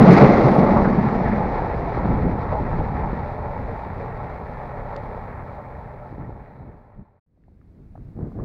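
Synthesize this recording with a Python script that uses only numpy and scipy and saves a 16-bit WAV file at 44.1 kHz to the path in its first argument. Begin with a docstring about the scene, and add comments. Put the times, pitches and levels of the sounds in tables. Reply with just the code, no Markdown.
"""Beside a wooded railway curve, the last coach of a diesel train rushes past close by and rolls away.
Random tiny blows ring the rails, the coach body and two singing wheel modes; jolts are low sine tones.
The engine drones on wavering harmonics far ahead, and filtered noise makes the slipstream and gusts.
The sound fades out, then fades in on gusts of wind and a dull hum beside another track."""
import sys
import numpy as np
from scipy import signal
from scipy.fft import rfft, irfft
from scipy.io import wavfile
from scipy.ndimage import uniform_filter1d

SR = 44100
rng = np.random.default_rng(int(sys.argv[2]) if len(sys.argv) > 2 else 0)


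def persist_wave(psi):
    """Save psi, clipped to +-1, as 16-bit WAV."""
    counts = np.round(np.clip(psi, -1, 1) * 32767).astype(np.int16)
    wavfile.write(sys.argv[1], SR, np.atleast_2d(counts).T)


N = 372204
TIME = np.arange(N) / SR  # s
FREQ = np.maximum(np.fft.rfftfreq(N, 1 / SR), 1)  # Hz, kept above zero for the logarithms
# silence between the two places: start_s, end_s
PAUSE = (7.195, 7.265)


def undb(db):
    """Turn decibels into gain."""
    return 10 ** (np.asarray(db) / 20)


def curves(table):
    """Join the points of each table column into one value a sample."""
    s, *columns = np.transpose(table)
    return [np.interp(TIME, s, column) for column in columns]


def unit(x):
    """Scale to an average strength (rms) of 1."""
    return x / np.sqrt(np.mean(x ** 2))


def shape(x, gain):
    """Filter a sound by one gain for each frequency."""
    return irfft(rfft(x) * gain, N)


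def noise():
    """White noise, equally strong at all pitches."""
    return rng.standard_normal(N)


def colour(points):
    """Gain for each frequency from a pitch and level table, falling away outside it."""
    hz, db = np.transpose(points)
    inside = undb(np.interp(np.log(FREQ), np.log(hz), db))
    low_end = np.minimum(FREQ / hz[0], 1) ** 2
    high_end = np.minimum(hz[-1] / FREQ, 1) ** 2
    return inside * low_end * high_end


def bell(hz, width_hz):
    """Resonance curve, 1 at its centre."""
    return 1 / (1 + (2 * (FREQ - hz) / width_hz) ** 2)


def walk(rate_hz):
    """Smooth random wandering with an rms of 1; a higher rate wanders faster."""
    return unit(shape(noise(), np.exp(-(FREQ / rate_hz) ** 2)))


def swell(at_s, spread_s):
    """A smooth bump in time, 1 at its top."""
    return np.exp(-.5 * ((TIME - at_s) / spread_s) ** 2)


def impacts(rate, spread_db):
    """Dense tiny blows of uneven size, about rate of them a second."""
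    hit = rng.random(N) < rate / SR
    size = noise() * undb(spread_db * noise())
    return unit(hit * size)


def rattling(gain, rate, spread_db, flutter_db, flutter_hz):
    """Surface roughness strikes a structure; each octave flutters on its own."""
    spectrum = rfft(impacts(rate, spread_db)) * gain
    octave = np.clip(np.log2(FREQ / 250), 0, 4)
    out = 0
    for k in range(5):
        overlap = np.maximum(1 - abs(octave - k), 0)
        band = irfft(spectrum * overlap, N)
        out = out + band * undb(flutter_db * walk(flutter_hz))
    return unit(out)


# the last bogie: moment of passing (s), speed (m/s), distance of the track (m)
PASS_S, SPEED_M_S, TRACK_M = 0.16, 14, 2.15


def receding(level_db, spread_db, loss_db_per_m):
    """Gain as the train goes: level at the pass, loss per tenfold distance, loss per metre of woods."""
    metres = np.hypot(TRACK_M, SPEED_M_S * (TIME - PASS_S))
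    spreading_db = spread_db * np.log10(metres / TRACK_M)
    woods_db = loss_db_per_m * (metres - TRACK_M)
    return undb(level_db - spreading_db - woods_db)


# the wheels rub sideways in the curve:
# middle_s, spread_s, rolling_lift_db, low_mode_lift_db, high_mode_lift_db
WHEEL_RUBS = [(1.45, 0.27, 1, -6, 6), (2.66, 0.28, 1.1, 5.5, 6.5), (3.45, 0.21, -0.5, 7.5, 9.5),
              (4.953, 0.14, 1.8, 3, -2)]


def rubbing():
    """Gains by which sideways rubs lift or lower the rolling, the low mode and the high mode."""
    return undb(sum(np.outer(lifts_db, swell(at, spread)) for at, spread, *lifts_db in WHEEL_RUBS))


# resonances that lift the rolling sound: pitch_hz, width_hz, lift_db
WHEEL_RESONANCES = [(405, 35, 2), (480, 110, 0.5), (548, 25, -0.5), (650, 30, -2.5), (707, 45, 2),
                    (1090, 35, 3.5), (1327, 37, 7.5), (1750, 70, 3.5), (1892, 33, 6.5)]
# tone of the rolling before those lifts: pitch_hz, relative_level_db
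RAIL_TONE = [(100, -16), (230, -7), (320, -14), (420, -3.5), (680, -4), (870, -1.5), (1080, -10.5),
             (1560, -17.5), (1780, -18), (2250, -20.5), (2950, -42), (4000, -38.5), (5500, -51.5),
             (8000, -70)]


def rails():
    """Rolling wheels ring the rails and themselves; the rails carry the sound, so it recedes slowly."""
    lift_db = sum(db * bell(hz, width) for hz, width, db in WHEEL_RESONANCES)
    gain = colour(RAIL_TONE) * undb(lift_db)
    roll = rattling(gain, rate=6000, spread_db=0, flutter_db=1.42, flutter_hz=14)
    rolling_lift = rubbing()[0]
    return roll * receding(level_db=-23, spread_db=2.63, loss_db_per_m=0.14) * rolling_lift


# jolts of the bogie: start_s, peak_db, pitch_hz
BOGIE_JOLTS = [(.005, -5.5, 167.7), (.075, 0, 179.4), (.212, -2.5, 138.3), (.445, -12.5, 141),
               (.58, -12, 152)]
JOLT_RISE_S = 0.016  # time from the start of a jolt to its peak


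def jolt_envelope(at_s):
    """A quick swell to 1 and a longer decay."""
    age = np.maximum(TIME - at_s, 0) / JOLT_RISE_S
    return age * np.exp(1 - age)


def jolt_strength():
    """Combined strength of all the jolts, which also stir up the boom and the clatter."""
    return sum(undb(db) * jolt_envelope(at) for at, db, hz in BOGIE_JOLTS)


def jolts():
    """Each jolt swells into a low ring of the coach body and dies away."""
    out = 0
    for at, db, hz in BOGIE_JOLTS:
        ring = np.sin(2 * np.pi * hz * (TIME - at))
        out = out + undb(db) * jolt_envelope(at) * ring
    return out


# resonances of the coach body: pitch_hz, width_hz, relative_level_db
COACH_RESONANCES = [(136, 17, -1), (201, 74, 0), (211, 52, -7.5)]
# from this time (s) the boom dies away faster (dB/s); a jolt shakes the body too (dB re the jolt)
BOOM_END_S, BOOM_RELEASE_DB_S, JOLT_SHAKE_DB = 1.36, 91, -3


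def coach_boom():
    """The near wheels shake the coach body, which booms at its resonances; jolts shake it further."""
    body = sum(undb(db) * bell(hz, width) for hz, width, db in COACH_RESONANCES)
    boom = unit(shape(impacts(rate=760, spread_db=2), body))
    release = undb(-BOOM_RELEASE_DB_S * np.maximum(TIME - BOOM_END_S, 0))
    rolling = receding(level_db=-16, spread_db=5.1, loss_db_per_m=0.053) * release
    return boom * np.hypot(rolling, undb(JOLT_SHAKE_DB) * jolt_strength())  # powers add


# tone of the sleeper clatter: pitch_hz, relative_level_db
CLATTER_TONE = [(110, -25.5), (260, 3), (400, 3.5), (560, 1), (820, -2), (930, -9.5), (1130, -6.5),
                (1500, -28), (2200, -35.5), (3500, -57)]
# the coach end moves in front of its bogie: middle (s), half-length (s), drop (dB)
SCREEN_S, SCREEN_WIDTH_S, SCREEN_DB = 0.95, 0.091, -6
JOLT_CLATTER_DB = -10  # clatter stirred by a jolt, re the jolt


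def sleeper_clatter():
    """The near wheels clatter the sleepers until the coach end partly screens them; jolts add more."""
    clatter = rattling(colour(CLATTER_TONE), rate=3500, spread_db=0.5, flutter_db=1.7, flutter_hz=25.77)
    covered = (1 + np.tanh((TIME - SCREEN_S) / SCREEN_WIDTH_S)) / 2  # from 0 to 1
    rolling = receding(level_db=-12.5, spread_db=5, loss_db_per_m=0.48) * undb(SCREEN_DB * covered)
    return clatter * np.hypot(rolling, undb(JOLT_CLATTER_DB) * jolt_strength())


# tone of the wheel hiss: pitch_hz, relative_level_db
HISS_TONE = [(700, -5.5), (1300, 3.5), (1650, -3.5), (2050, 1.5), (2650, -12.5), (3000, -20), (4100, -16.5),
             (5500, -24.5), (6900, -35.5), (7900, -48.5), (10000, -45), (15000, -55)]


def wheel_hiss():
    """Wheels hiss on the rail head, a little louder for a moment near the pass."""
    hiss = rattling(colour(HISS_TONE), rate=7000, spread_db=1.5, flutter_db=1.3, flutter_hz=30)
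    lift = undb(3.5 * swell(at_s=0.18, spread_s=0.05))
    return hiss * receding(level_db=-24.5, spread_db=18.8, loss_db_per_m=0.21) * lift


# tone of the flange scrape: pitch_hz, relative_level_db
SCRAPE_TONE = [(1500, -10.5), (2400, 3), (3000, -14.5), (4300, -3.5), (6800, -12), (7900, -29.5),
               (10000, -16.5), (12500, -27), (15000, -30)]
# thin whistle of a flange in the curve: pitch_hz, width_hz, relative_level_db
WHISTLE_RESONANCES = [(9560, 100, -3), (10480, 130, 5.5), (14100, 220, -4)]


def flange():
    """A flange scrapes the rail as it passes, then whistles faintly."""
    scrape = unit(shape(noise(), colour(SCRAPE_TONE))) * swell(at_s=0.13, spread_s=0.013)
    modes = sum(undb(db) * bell(hz, width) for hz, width, db in WHISTLE_RESONANCES)
    whistle = unit(shape(noise(), modes)) * swell(at_s=0.55, spread_s=0.12)
    return undb(-37.5) * scrape + undb(-67.5) * whistle


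# the two singing modes: pitch_hz, width_hz
LOW_MODE, HIGH_MODE = (595, 30), (855, 160)
# how each recedes: level at the pass (dB), loss per tenfold distance (dB), loss in the woods (dB/m)
LOW_MODE_FADE, HIGH_MODE_FADE = (-44.5, 0, .06), (-35.5, 1, .19)
MODE_DRIFT = .014  # slow wander of the singing pitch (share)


def singing():
    """The curve rubs the wheels sideways, so two of their modes swell, sink and wander in pitch."""
    modes, fades = (LOW_MODE, HIGH_MODE), (LOW_MODE_FADE, HIGH_MODE_FADE)
    out = 0
    for mode, fade, rub in zip(modes, fades, rubbing()[1:]):
        ring = unit(shape(impacts(rate=900, spread_db=4), bell(*mode)))
        # reading the sound slightly faster or slower bends its pitch
        reading_s = np.cumsum(1 + MODE_DRIFT * walk(3)) / SR
        ring = np.interp(reading_s, TIME, ring)
        out = out + ring * receding(*fade) * rub * undb(2.6 * walk(19))
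    return out


# engine harmonics: multiple_of_firing_rate, level_db (middle of its wavering)
ENGINE_HARMONICS = [(1, -46), (2, -50.5), (3, -46), (4, -45)]
ENGINE_HZ = 32.53  # middle of the wavering firing rate


def engine():
    """Far ahead the diesel drones on a few low harmonics that waver on their way through the trees."""
    firing_hz = ENGINE_HZ * (1 + .006 * walk(7))
    phase = 2 * np.pi * np.cumsum(firing_hz) / SR
    out = 0
    for multiple, db in ENGINE_HARMONICS:
        level = np.sqrt(2) * undb(db + 2.9 * walk(1.9))  # root 2 turns rms into peak
        out = out + level * np.sin(multiple * phase)
    return out


# dry knocks and ticks: start_s, peak_db, centre_hz, ring_s
KNOCKS = [(.042, -10, 600, 0.028), (.207, -1.5, 556, 0.011), (.762, -11, 800, 0.016),
          (.845, -17, 1195, 0.029), (2.523, -15, 624, 0.028), (4.964, -37.5, 3710, .0008),
          (7.374, -37, 652, .0037), (7.438, -43, 1600, 0.0016), (7.482, -31, 620, 0.0027),
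          (7.614, -43, 1300, .003), (7.954, -27, 596, 0.0031), (7.958, -41, 1250, .004),
          (8.188, -30, 534, 0.0062), (8.208, -44, 1200, 0.0039), (8.319, -34, 790, .0036),
          (8.398, -31, 900, 0.0062)]
TICK_SPREAD = 0.18  # breadth of a tick's spectrum (squared log ratio)


def ticks():
    """Each knock or tick is a short noise burst that dies away around its own pitch."""
    out = 0
    for at, db, hz, ring_s in KNOCKS:
        burst = noise() * (TIME >= at) * np.exp(-abs(TIME - at) / ring_s)
        click = shape(burst, np.exp(-np.log(FREQ / hz) ** 2 / TICK_SPREAD))
        out = out + undb(db) * click / abs(click).max()
    return out


# gusts on the microphone: middle_s, spread_s, level_db, eddy_corner_hz
WIND_GUSTS = [(0.777, 0.056, -24, 130), (2.162, 0.14, -26.5, 233), (2.808, 0.3, -32, 170),
              (6.21, 0.15, -35.5, 159), (6.657, 0.081, -37, 245), (7, 0.032, -29, 155),
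              (7.784, 0.034, -44.5, 239), (8.034, 0.11, -36, 125), (8.226, 0.053, -32, 250),
              (8.446, 0.07, -29, 244)]
# slipstream: level (dB), held until (s), then dying away (dB/s)
WAKE_DB, WAKE_HOLD_S, WAKE_RELEASE_DB_S = -32, 2.65, 7
BREEZE_DB, CALM_EDDY_HZ = -43, 145  # steady breeze; eddy corner of breeze and slipstream


def airflow():
    """Strength and eddy corner of the wind: slipstream, breeze and gusts add in power."""
    wake_db = WAKE_DB - WAKE_RELEASE_DB_S * np.maximum(TIME - WAKE_HOLD_S, 0)
    flows = [(undb(wake_db) ** 2 + undb(BREEZE_DB) ** 2, CALM_EDDY_HZ)]
    for at, spread, db, hz in WIND_GUSTS:
        flows.append(((undb(db) * swell(at, spread)) ** 2, hz))
    total = sum(power for power, hz in flows)
    corner_hz = sum(power * hz for power, hz in flows) / total  # the strongest flow counts most
    return np.sqrt(total), corner_hz


def wind():
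    """Turbulence on the microphone: noise bands fade above the eddy corner and come in bursts."""
    strength, corner_hz = airflow()
    bursts = walk(19)
    out = 0
    for hz in 25 * 2 ** (np.arange(13) / 2):  # half-octave steps
        overlap = np.maximum(1 - abs(2 * np.log2(FREQ / hz)), 0) ** .5
        band = unit(shape(noise(), overlap))
        power = hz / 120 / (1 + (hz / corner_hz) ** 4.84)
        burst_db = 2.2 * min(hz / 200, 1) * bursts  # weaker in the lowest bands
        out = out + band * np.sqrt(power) * undb(burst_db + 0.52 * walk(3))
    return out * strength


# single eddies that strike the microphone: middle_s, peak_db (approximate), pitch_hz
EDDIES = [(1.976, -12, 209), (2.057, -12.5, 370), (2.355, -11.5, 169), (3.132, -15.5, 148),
          (6.127, -21, 146), (6.183, -21, 170), (6.295, -19.5, 170), (7.978, -30, 322), (8.191, -18, 199),
          (8.214, -30, 217), (8.39, -19.5, 238)]


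def buffets():
    """A single eddy is one quick swing of pressure."""
    out = 0
    for at, db, hz in EDDIES:
        swing = 2 * np.pi * hz * (TIME - at)
        out = out - undb(db) * 3 * swing / (1 + swing ** 2) ** 2  # 3 brings the peak close to 1
    return out


def leaves():
    """Leaves stir briefly in the wake of the train, as a faint band of noise."""
    rustle = unit(shape(noise(), bell(4000, 700) ** 2))
    return undb(-72) * rustle * swell(at_s=6.6, spread_s=.07)


# distant open-air hum beside the other track: pitch_hz, relative_level_db
OPEN_AIR_TONE = [(70, 9.5), (140, -12), (250, 0.5), (500, -13.5), (1000, -23.5), (1500, -28.5), (2200, -29),
                 (3000, -43), (4200, -40), (6500, -51)]


def open_air():
    """Far-off activity merges into a dull, gently moving hum of filtered noise."""
    return unit(shape(noise(), colour(OPEN_AIR_TONE))) * undb(-43.5 + 0.99 * walk(3.9))


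def scene():
    """The train fills the first place and the hum the second; ticks, wind and hiss lie over both."""
    bogie = coach_boom() + sleeper_clatter() + wheel_hiss()
    train = rails() + singing() + bogie + jolts() + flange() + engine() + leaves()
    place = np.where(TIME < PAUSE[1], train, open_air())
    microphone_hiss = undb(-76) * noise()
    return (place + ticks() + wind() + buffets() + microphone_hiss)[None]


# volume fader: time_s, gain (0 to 1)
FADER_MOVES = [(5.25, 0.98), (7.19, 0.04), (7.27, 0.023), (8.7, 0.74)]
TOP_HZ = 15700  # pitches above this are cut


def record(dry):
    """The loudest peaks are rounded off, the fader closes and reopens, and the top is cut."""
    rounded = dry / (1 + dry ** 8) ** (1 / 8)
    fader, = curves(FADER_MOVES)
    is_open = (TIME < PAUSE[0]) | (TIME > PAUSE[1])
    fader = uniform_filter1d(fader * is_open, size=256)  # softens the edges of the silence
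    top_cut = signal.ellip(8, .2, 70, TOP_HZ, fs=SR, output="sos")
    return signal.sosfilt(top_cut, rounded * fader)


dry = scene()
out = record(dry)
persist_wave(out)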